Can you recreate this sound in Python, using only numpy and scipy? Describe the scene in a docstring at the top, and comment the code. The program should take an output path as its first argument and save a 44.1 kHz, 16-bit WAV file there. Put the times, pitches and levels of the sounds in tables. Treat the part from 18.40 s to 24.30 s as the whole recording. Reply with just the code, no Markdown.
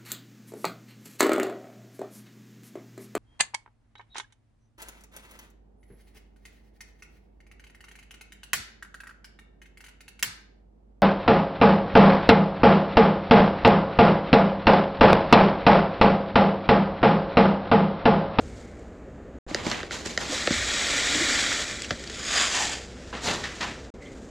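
"""Salt poured into water

Salt is tipped from a stiff paper container into a glass tank of water in a small room. Grain impacts fuse into
a hiss and drag down a few big bubbles, which ring as resonators; stray lumps tick, and the rest is shaken out.
The container rustles by friction and knocks in its own modes of vibration. The room rumbles and hums. Twice the
sound drops out for a moment."""
import sys
import numpy as np
from scipy import signal
from scipy.fft import rfft, irfft
from scipy.io import wavfile
from scipy.ndimage import uniform_filter1d

SR = 44100
rng = np.random.default_rng(int(sys.argv[2]) if len(sys.argv) > 2 else 0)


def output_pcm(signal):
    """Save a mono or channel-first signal as 16-bit PCM at the path in sys.argv[1].

    Samples are clipped to [-1, 1] before scaling.
    """
    pcm = np.clip(np.atleast_2d(signal).T, -1, 1) * 32767
    wavfile.write(sys.argv[1], SR, np.round(pcm).astype(np.int16))


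N = 260190
TIME = np.arange(N) / SR
FREQS = np.maximum(np.arange(N // 2 + 1) * SR / N, 1)

POUR_START_S, SPLASH_S, POUR_EMPTY_S, POUR_END_S = 1.843, 2.1, 3.042, 3.8
# Spectral envelope of the falling stream: frequency_hz, gain_db
STREAM_SPECTRUM = [(150, -8), (500, -3), (950, -4.5), (1400, -1), (2700, -2), (5800, -3), (7800, -2.5),
                   (9000, -17.5), (10800, -23), (11600, -32.5), (13000, -28), (15500, -50)]
# Resonances of the churning bubble cloud: centre_hz, width_hz, gain_db
CLOUD_RESONANCES = [(575, 48, 7), (990, 43, -7), (1420, 45, 5.5), (1924, 450, 6), (2334, 250, 5),
                    (2640, 250, -2.5), (3430, 430, 5), (3930, 270, 5), (4500, 180, 2.5), (5750, 300, 1),
                    (6250, 450, -2), (6850, 280, 3)]
def stream(level_db=-23, trickle_db=-44.5, ping_db=-8.5, churn_db=-40, forerun_db=-2, inertia_s=0.39):
    """Superposition of impacts: fine grains fuse into hiss, coarse ones ping; trapped air churns."""
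    tipped = surge(POUR_EMPTY_S, build_db_per_s=6.5, fall_db_per_s=54)
    tipped = uniform_filter1d(tipped, size=int(inertia_s * SR))
    flow = np.hypot(tipped, from_db(trickle_db - level_db))
    hits = grains(69000 * flow, spread_db=0, clump_db=1.1)
    hiss = colour(rms_one(hits) + from_db(ping_db) * pings(), STREAM_SPECTRUM)
    hiss = resonate(hiss, [(*peak, 0) for peak in CLOUD_RESONANCES], waver=0.015, size=1024)
    churn = from_db(churn_db) * flow ** 1.55 * noise_band(254, 296)
    gate = opening(POUR_START_S, fade_s=0.082) * (1 - opening(POUR_END_S))
    forerun = from_db(forerun_db * (1 - opening(SPLASH_S)))  # quieter ahead of the first mass of salt
    return gate * forerun * (from_db(level_db) * flow * hiss + churn)


def pings(count=14000, size=400, low_hz=1250, high_hz=8000, ring_cycles=24):
    """Bubble resonance: each coarse grain traps a tiny bubble that rings at its own pitch; rms 1."""
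    when, pitch, strength = rng.random((count, 3)).T[:, :, None]
    cycles = (low_hz + pitch * (high_hz - low_hz)) * TIME[:size]
    height = strength ** 2 * np.sqrt(cycles[:, 1:2])  # offsets the shorter ring of high pitches
    waves = height * np.sin(2 * np.pi * cycles) * from_db(-60 * cycles / ring_cycles)
    at = (when * (N - size)).astype(int) + np.arange(size)
    return rms_one(np.bincount(at.ravel(), waves.ravel(), N))


# Resonances of the splash: centre_hz, width_hz, gain_db
SPLASH_RESONANCES = [(2040, 450, 9.4), (3780, 390, 11)]
def splash(level_db=-27):
    """Air entrainment: the first mass of salt breaks the surface and rings in two broad bands."""
    bubbles = colour(pings(), STREAM_SPECTRUM, SPLASH_RESONANCES)
    return from_db(level_db) * stroke(SPLASH_S, rise_s=0.026, t60_s=0.22) * bubbles


# Big bubbles dragged under: start_s, pitch_hz, level_db, t60_s
BIG_BUBBLES = [(1.894, 276, -24, 0.13), (1.924, 521, -18.5, 0.057), (2.135, 267, -25, 0.076),
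               (2.748, 290, -18.5, 0.15), (2.809, 331, -19, 0.092)]
def gulps(chirp_per_s=0.39, swell_s=0.005):
    """Damped oscillation: big bubbles ring unsteadily, rising in pitch as they near the surface."""
    out = np.zeros(N)
    for start_s, pitch_hz, level_db, t60_s in BIG_BUBBLES:
        t = np.clip(TIME - start_s, 0, 1)
        envelope = from_db(level_db - 60 * t / t60_s) * (1 - np.exp(-t / swell_s))
        wobble = 0.6 * drift(70)
        out += envelope * np.sin(2 * np.pi * pitch_hz * t * (1 + chirp_per_s * t) + wobble)
    return out


# Spectral envelope of the last salt, also of lone grains and fizz: frequency_hz, gain_db
DREGS_SPECTRUM = [(150, -17), (500, -15), (1100, -3), (1600, 1.5), (3000, -3), (5700, -3.5), (7500, -5.5),
                  (9000, -17.5), (11000, -28.5), (11800, -37), (13000, -33), (15500, -50)]
# The mouth's resonances in the first shake: centre_hz, width_hz, gain_db, glide_hz_per_s
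FIRST_MOUTH = [(947, 220, -13, 3), (1400, 360, -2, -500), (2340, 270, 1, -1500), (3380, 540, 4.5, -700),
               (4260, 420, -3.5, 0), (4900, 560, 4, -1500), (5800, 860, -5, 0), (6900, 610, 6, 1500)]
# The same, tipped further for the second: centre_hz, width_hz, gain_db, glide_hz_per_s
SECOND_MOUTH = [(890, 350, 5, -800), (1300, 950, -10.5, 0), (1800, 200, 6.5, -300), (2700, 380, 1.5, -1500),
                (4800, 400, -3, 0), (5400, 700, -2, 0), (6900, 750, 3, 9000)]
# Surges of shaken salt: peak_s, build_db_per_s, hold_s, hiss_db, relative_lows_db, sag_db_per_s
SHAKE_SURGES = [(3.972, 126, 0.078, -22, -6, 38.5), (4.156, 175, 0.097, -27, -4, 7)]
def shakes(crinkle_db=1.5, crinkle_hz=150):
    """Source and filter: two crinkling surges of salt are coloured by the container's flexing mouth."""
    out = np.zeros(N)
    for shake, mouth in zip(SHAKE_SURGES, (FIRST_MOUTH, SECOND_MOUTH)):
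        peak_s, build_db_per_s, hold_s, hiss_db, lows_db, sag_db_per_s = shake
        sag = from_db(-sag_db_per_s * np.clip(TIME - peak_s, 0, hold_s))
        flow = sag * surge(peak_s, build_db_per_s, fall_db_per_s=131, hold_s=hold_s)
        hits = grains(50000 * np.maximum(flow, 0.1), spread_db=-0.5, clump_db=0.6)
        crinkle = colour(hits * from_db(crinkle_db * drift(crinkle_hz)), DREGS_SPECTRUM)
        salt = resonate(crinkle, mouth, waver=0.017, middle_s=peak_s + hold_s / 2)
        lows = from_db(lows_db) * rms_one(band(salt, 220, 1224))
        out += from_db(hiss_db) * flow * (rms_one(band(salt, 890, 20000)) + lows)
    return out


def dregs(level_db=-33):
    """Shot noise: a thin dribble, filtered by the mouth, runs on through both shakes."""
    hits = colour(grains(9000, spread_db=-0.5, clump_db=2.5), DREGS_SPECTRUM)
    dribble = resonate(hits, FIRST_MOUTH, waver=0.017, middle_s=SHAKE_SURGES[0][0])
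    return from_db(level_db) * stroke(3.688, rise_s=0.16, t60_s=0.46, hold_s=0.47) * dribble


# Stray lumps of salt: start_s, level_db, t60_s, pitch_hz
LUMPS = [(3.4198, -21.5, 0.016, 6900), (3.432, -34, 0.044, 3200), (3.444, -32, 0.051, 2920),
         (3.5952, -36, 0.016, 4900), (3.639, -33, 0.025, 2030), (3.6735, -34, 0.024, 4770),
         (3.698, -30, 0.015, 6900), (3.7238, -38, 0.014, 4800), (3.7575, -36, 0.016, 6900)]
def ticks():
    """Impact transients: each stray lump makes a brief, and therefore broadband, tick."""
    return sum(burst(*lump, rise_s=0.00037, low_hz=1460, high_hz=7200) for lump in LUMPS)


def lone_grains(per_s=110, level_db=-50):
    """Sparse random impacts: single grains patter as the stream thins out."""
    hits = colour(grains(per_s, spread_db=0.5, clump_db=1), DREGS_SPECTRUM)
    gate = opening(POUR_EMPTY_S) * (1 - opening(POUR_END_S))
    return from_db(level_db) * gate * rms_one(band(hits, 2800, 7600, order=2))


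# Knocks of the container:
# start_s, level_db, relative_thump_db, tilt_db_per_octave, thump_hz, pitch_ratio, relative_crack_db
CONTAINER_KNOCKS = [(1.111, -38, 19, -5, 240, 1.1, 0), (1.1462, -21, 3.5, 6.5, 380, 0.98, 0),
                    (1.2655, -30, 16, 3, 260, 1.1, 8), (1.281, -38, 17, 2, 175, 0.79, 0),
                    (1.3, -35.5, -10, 9, 400, 1.05, 4), (1.3146, -23, 0, 4.5, 500, 0.87, 10),
                    (1.404, -28, -16, -3, 400, 1.01, 10), (1.431, -25.5, 0.5, -2.5, 420, 0.93, 16),
                    (1.509, -26.5, -3, -2, 530, 1.05, 10), (1.660, -34.5, 14, 8, 310, 1.12, 6),
                    (1.776, -18.5, -4, 3.5, 520, 1, 4), (2.074, -17.5, 4.5, -10, 523, 0.94, 25),
                    (2.1062, -25, 16, 2, 221, .95, 8), (3.5075, -23, 7.5, 3, 590, 0.863, 27.5),
                    (3.5098, -28, 19, 3.5, 100, 0.99, 18), (4.7284, -34, -6, -10, 480, .8, 14)]
def knocks(wall_lag_s=0.0015):
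    """Buckling and impact: a crease of the container clacks, and its wall answers with a thump."""
    out = np.zeros(N)
    for start_s, level_db, thump_db, tilt, thump_hz, pitch_ratio, crack_db in CONTAINER_KNOCKS:
        wall = from_db(thump_db) * thump(thump_hz)
        crease = clack(tilt, pitch_ratio, crack_db)
        for onset_s, sound in ((start_s, crease), (start_s + wall_lag_s, wall)):
            at = int(onset_s * SR)
            out[at:at + len(sound)] += from_db(level_db) * sound
    return band(out, 45, 10500, order=4)


# Modes of the paper wall: pitch_hz, gain_db, t60_s
WALL_MODES = [(108, -9, 0.025), (158, -3.5, 0.022), (264, 1.5, 0.023), (400, -3, 0.025), (570, -1, 0.024),
              (774, -7, 0.024)]
def thump(centre_hz, falloff_db_per_octave=9.5):
    """Modal vibration: the wall's modes ring together, driven hardest near one frequency."""
    out = 0
    for k, (pitch_hz, gain_db, t60_s) in enumerate(WALL_MODES):
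        gain = from_db(gain_db - falloff_db_per_octave * abs(np.log2(pitch_hz / centre_hz)))
        out += (-1) ** k * gain * ring(push(crumple=0.032, crumple_s=0.011), pitch_hz, t60_s)
    return out


# Modes of a crease: base_pitch_hz, gain_db, t60_s
CREASE_MODES = [(1354, -2.5, 0.014), (1920, 5.5, 0.0099), (2110, 0, 0.008), (3000, -4.5, 0.0065),
                (4050, -0.5, 0.0042), (4970, 0.5, 0.005), (6130, -6.5, 0.0043), (7000, -6, 0.005)]
def clack(tilt_db_per_octave, pitch_ratio, crack_db, build_t60_s=0.0034, snap_db=-6):
    """Impulsive excitation: a crease snaps with a broad crack, then its modes swell and die quickly."""
    force = push(crumple=0.11, crumple_s=0.0016)
    out = from_db(crack_db) * band(force, 700, 4400) + from_db(snap_db + 2 * tilt_db_per_octave) * force
    drive_gain = 2 * np.log(1000) / (build_t60_s * SR)  # offsets the gain of resonant build-up
    for k, (base_hz, gain_db, t60_s) in enumerate(CREASE_MODES):
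        pitch_hz = pitch_ratio * base_hz
        drive = drive_gain * ring(push(crumple=0.069, crumple_s=0.002), pitch_hz, build_t60_s)
        gain = from_db(gain_db + tilt_db_per_octave * np.log2(base_hz / 1800))
        out += (-1) ** k * gain * ring(drive, pitch_hz, t60_s)
    return out


MOVE_SPAN_S = (1.75, 2.0)  # the container moves from close on the right to over the tank
# Spectral envelope of salt rubbing on paper: frequency_hz, gain_db
RUB_SPECTRUM = [(60, 4.5), (200, 1.5), (700, 2), (1200, 1.5), (1850, 4), (2600, 0.5), (4000, 4.5),
                (5700, -2), (7200, 0), (8800, -14), (11000, -21), (12000, -23), (15500, -18)]
# Resonances of the bending paper: centre_hz, width_hz, gain_db
PAPER_RESONANCES = [(1800, 400, 3), (3500, 600, 2)]
# Slides of salt in the container: start_s, rise_s, rasp_db, relative_wall_db, relative_hiss_db
SALT_SLIDES = [(1.074, 0.024, -43, 1.5, -5.5), (1.149, 0.017, -37, -2, -8.5), (1.222, 0.049, -35, 1.5, -4),
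               (1.292, 0.026, -30.5, -4.5, -10), (1.503, 0.025, -36.5, -3.5, -1.5),
               (1.65, 0.0054, -37, -3.5, 0), (1.777, 0.04, -34, -1.5, -2.5), (1.889, 0.044, -36, -2.5, 1),
               (4.726, 0.0073, -36, -1, -15.5), (4.81, 0.052, -32.5, 1, 2), (4.856, 0.03, -26.5, 0, -8),
               (5.03, 0.0069, -34.5, -11, -12), (5.203, 0.0091, -29, -3.5, -12)]
def slides(wall_side_db=-12, grit_side_db=-18):
    """Sliding friction: salt rubs along the paper; the broad wall drums, the grains rasp and hiss."""
    wall, rasp, hiss = np.zeros((3, N))
    for start_s, rise_s, rasp_db, wall_db, hiss_db in SALT_SLIDES:
        t60_s = 0.46 * 2 ** ((-27.5 - rasp_db) / 25)  # a harder slide is over sooner
        level = from_db(rasp_db) * stroke(start_s, rise_s, t60_s)
        wall = np.hypot(wall, level * from_db(wall_db))
        rasp = np.hypot(rasp, level)
        hiss = np.hypot(hiss, level * from_db(hiss_db))
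    mid, side = (colour(grains(11000, spread_db=0, clump_db=1), RUB_SPECTRUM) for _ in range(2))
    mid = resonate(mid, [(*peak, 0) for peak in PAPER_RESONANCES], waver=0.1)
    width_db = np.interp(TIME, MOVE_SPAN_S, [6.5, -5])  # wide while close, narrower over the tank
    side = side * from_db(width_db) * [[1], [-1]]
    grit = mid + from_db(grit_side_db) * side
    return (wall * rms_one(band(mid + from_db(wall_side_db) * side, 99, 1074))
            + rasp * rms_one(band(grit, 1134, 3040))
            + hiss * rms_one(band(grit, 4450, 11800)))


# Catches of the paper: start_s, level_db, t60_s, pitch_hz
PAPER_CATCHES = [(4.766, -42, 0.39, 1400), (5.037, -31.5, 0.16, 1930), (5.207, -27, 0.07, 1900),
                 (5.225, -30, 0.11, 1060)]
def scrapes():
    """Friction transients: the paper catches and scrapes."""
    return sum(burst(*catch, rise_s=0.003, low_hz=800, high_hz=6000) for catch in PAPER_CATCHES)


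# Faint squeaks of rubbing: start_s, length_s, pitch_hz, level_db
RUB_SQUEAKS = [(0.04, 0.48, 2160, -62), (5.596, 0.16, 2070, -53), (5.654, 0.036, 3250, -56)]
def squeaks(width_hz=320):
    """Narrow-band resonance: friction excites a single band of noise."""
    out = np.zeros(N)
    for start_s, length_s, pitch_hz, level_db in RUB_SQUEAKS:
        swell = np.interp((TIME - start_s) / length_s, [0, 0.1, 0.5, 1], [0, 1, 1, 0])
        out += from_db(level_db) * swell * noise_band(pitch_hz - width_hz / 2, pitch_hz + width_hz / 2)
    return out


# Shudders of the tank, the strongest as the first mass of salt lands: start_s, level_db
TANK_SHUDDERS = [(-0.03, -40.5), (2.11, -39.5), (4.85, -44.5)]
def booms():
    """Panel vibration: the glass walls shudder at low frequency."""
    shudder = sum(from_db(level_db) * stroke(start_s, rise_s=0.076, t60_s=1.2)
                  for start_s, level_db in TANK_SHUDDERS)
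    return shudder * noise_band(42, 95)


def fizz(pops, level_db=-44):
    """Bubble noise: fine bubbles rise from the sunken salt in a fizz that swells and dies away."""
    envelope = opening(4.38) * surge(5.27, build_db_per_s=10.5, fall_db_per_s=63)
    return from_db(level_db) * envelope * colour(pops, DREGS_SPECTRUM)


# Spectral envelope of stirred water: frequency_hz, gain_db
SWISH_SPECTRUM = [(900, -12), (1500, 3), (2150, 1.5), (2600, -2.5), (3500, 0.5), (5600, -2), (7000, 2),
                  (8300, -4.5), (9500, -15), (15000, -33)]
# Stirrings of the water: start_s, level_db
STIRS = [(-0.04, -56.5), (5.61, -58.5)]
def swishes(pops):
    """Flow noise: the tiny pops of stirred water merge into faint swishes."""
    stirring = sum(from_db(level_db) * stroke(start_s, rise_s=0.016, t60_s=1.5, hold_s=0.21)
                   for start_s, level_db in STIRS)
    return stirring * colour(pops, SWISH_SPECTRUM)


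def tail_and_hiss(x, t60_s=0.14, wet_db=-13, side_db=-13, wide_hiss_db=4):
    """Diffuse reverberation: a short room tail; a faint, wide treble hiss is added to it."""
    t = TIME[:SR // 2]
    decay = from_db(-60 * t / t60_s) * (t > 0.004)
    mid, side = band(rng.standard_normal((2, len(t))), 67, 20200, order=1) * decay
    wide_hiss = from_db(wide_hiss_db) * band(side, 10800, 17400, order=2)
    side = from_db(side_db) * side + wide_hiss
    response = (mid + side * [[1], [-1]]) / np.sqrt(np.sum(mid ** 2))
    return from_db(wet_db) * signal.fftconvolve(x[None], response, axes=1)[:, :N]


# Spectral envelope of the room noise: frequency_hz, gain_db
ROOM_SPECTRUM = [(20, -24), (45, -2.5), (100, -3.5), (165, -4.5), (240, 0.5), (330, -4.5), (470, -3),
                 (700, -11.5), (1000, -20.5), (1700, -21), (3200, -36), (5600, -44), (7000, -36.5),
                 (10000, -59), (15000, -61)]
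def room_tone(noise_db=-43.5, side_db=-46, rumble_db=-52.5, hum_db=-50, hum_hz=61.6):
    """Ambient noise floor: dull noise, deep rumble and a wavering mains hum, alike on both sides."""
    mid, side = (colour(white, ROOM_SPECTRUM) for white in rng.standard_normal((2, N)))
    rumble = from_db(rumble_db + 2 * drift(2)) * noise_band(28, 90)
    hum = from_db(hum_db + 0.91 * drift(14)) * np.sqrt(2) * np.sin(2 * np.pi * hum_hz * TIME)
    return from_db(noise_db) * (mid + from_db(side_db) * side * [[1], [-1]]) + rumble + hum


def grains(per_s, spread_db, clump_db):
    """Shot noise: uneven, clumped impacts, at most one a sample; mean power is the same at any rate."""
    chance = np.clip(per_s / SR, 1e-4, 1)
    sizes = rng.standard_normal(N) * from_db(spread_db * np.minimum(rng.exponential(1, N), 4))
    hits = (rng.random(N) < chance) * sizes / np.sqrt(chance)
    return hits * from_db(clump_db * drift(35))


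def burst(start_s, level_db, t60_s, pitch_hz, rise_s, low_hz, high_hz, focus_db=-2):
    """Noise transient: a gritty burst, broad but strongest around one pitch."""
    grit = rng.standard_normal(N)
    broad = rms_one(band(grit, low_hz, high_hz, order=4))
    focus = from_db(focus_db) * rms_one(band(grit, pitch_hz / 1.14, pitch_hz * 1.03, order=2))
    return from_db(level_db) * stroke(start_s, rise_s, t60_s) * rms_one(broad + focus)


def push(crumple, crumple_s):
    """Impulsive force: a click with a short crumple after it."""
    t = TIME[:SR // 5]
    return (t == 0) + crumple * rng.standard_normal(len(t)) * np.exp(-t / crumple_s)


def ring(force, pitch_hz, t60_s):
    """Damped resonator: a unit click sets a sine of height 1 ringing."""
    radius, angle = from_db(-60 / (t60_s * SR)), 2 * np.pi * pitch_hz / SR
    return signal.lfilter([0, np.sin(angle)], [1, -2 * radius * np.cos(angle), radius ** 2], force + 1e-18)


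def resonate(x, resonances, waver, middle_s=0, size=512, tip_s=0.078):
    """Time-varying filter: resonances waver by a share of their pitch and glide about middle_s; rms 1."""
    hz, t, frames = signal.stft(x, SR, nperseg=size)
    tipping_s = np.clip(t - middle_s, -tip_s, tip_s)
    shape_db = 0
    for centre_hz, width_hz, gain_db, glide_hz_per_s in resonances:
        wander = 1 + waver * np.interp(t, TIME, drift(12))
        moving_hz = (centre_hz + glide_hz_per_s * tipping_s) * wander
        shape_db += gain_db / (1 + (2 * (hz[:, None] - moving_hz) / width_hz) ** 4)
    return rms_one(signal.istft(frames * from_db(shape_db), SR)[1][:N])


def colour(x, spectrum, resonances=()):
    """Spectral shaping: a smooth envelope with steady resonances on top; rms 1."""
    hz, db = np.transpose(spectrum)
    shape_db = np.interp(np.log(FREQS), np.log(hz), db)
    for centre_hz, width_hz, gain_db in resonances:
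        shape_db += gain_db / (1 + (2 * (FREQS - centre_hz) / width_hz) ** 4)
    return rms_one(irfft(rfft(x) * from_db(shape_db), N))


def drift(rate_hz):
    """Random modulation: low-passed noise; rms 1."""
    return rms_one(irfft(rfft(rng.standard_normal(N)) / (1 + (FREQS / rate_hz) ** 2), N))


def noise_band(low_hz, high_hz):
    """Band-limited noise; rms 1."""
    return rms_one(band(rng.standard_normal(N), low_hz, high_hz, order=2))


def band(x, low_hz, high_hz, order=3):
    """Butterworth band-pass."""
    edges_hz = [low_hz, min(high_hz, 0.45 * SR)]
    return signal.sosfilt(signal.butter(order, edges_hz, "band", fs=SR, output="sos"), x)


def stroke(start_s, rise_s, t60_s, hold_s=0):
    """Envelope with linear rise, hold and exponential decay."""
    t = np.maximum(TIME - start_s, 0)
    return np.minimum(t / rise_s, 1) * from_db(-60 * np.maximum(t - rise_s - hold_s, 0) / t60_s)


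def surge(peak_s, build_db_per_s, fall_db_per_s, hold_s=0):
    """Envelope with exponential growth to 1, hold and exponential decay."""
    before_s, after_s = np.maximum(peak_s - TIME, 0), np.maximum(TIME - peak_s - hold_s, 0)
    return from_db(-build_db_per_s * before_s - fall_db_per_s * after_s)


def opening(start_s, fade_s=0.04):
    """Linear gate from 0 to 1."""
    return np.clip((TIME - start_s) / fade_s, 0, 1)


def from_db(db):
    """Decibels to amplitude ratio."""
    return 10 ** (np.asarray(db) / 20)


def rms_one(x):
    """Normalisation to unit rms."""
    return x / np.sqrt(np.mean(x ** 2) + 1e-20)


def scene(held_pan_db=-1.3):
    """Superposition: the pour in front, the container a little to the right at first, and the room."""
    salt = stream() + splash() + ticks() + lone_grains() + dregs() + shakes()
    pops = grains(12000, spread_db=-2.5, clump_db=-1.3)
    centre = salt + swishes(pops) + fizz(pops) + squeaks() + gulps() + booms()
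    pan_db = np.interp(TIME, MOVE_SPAN_S, [held_pan_db, 0])  # left minus right
    container = (slides() + scrapes() + knocks()) * from_db(pan_db * [[0.5], [-0.5]])
    return centre + container + tail_and_hiss(centre + container.mean(axis=0)) + room_tone()


# Moments of silence: start_s, end_s
SILENT_SPANS = [(.987, 1.065), (5.503, 5.540)]
def record(dry, stopband_hz=16600):
    """Gating and band-limiting: the sound drops out twice, and the top treble is cut."""
    silent = sum((TIME > start_s) & (TIME < end_s) for start_s, end_s in SILENT_SPANS)
    gate = uniform_filter1d(1.0 - silent, size=40)
    return signal.sosfilt(signal.cheby2(12, 70, stopband_hz, fs=SR, output="sos"), dry * gate)


dry = scene()
out = record(dry)
output_pcm(out)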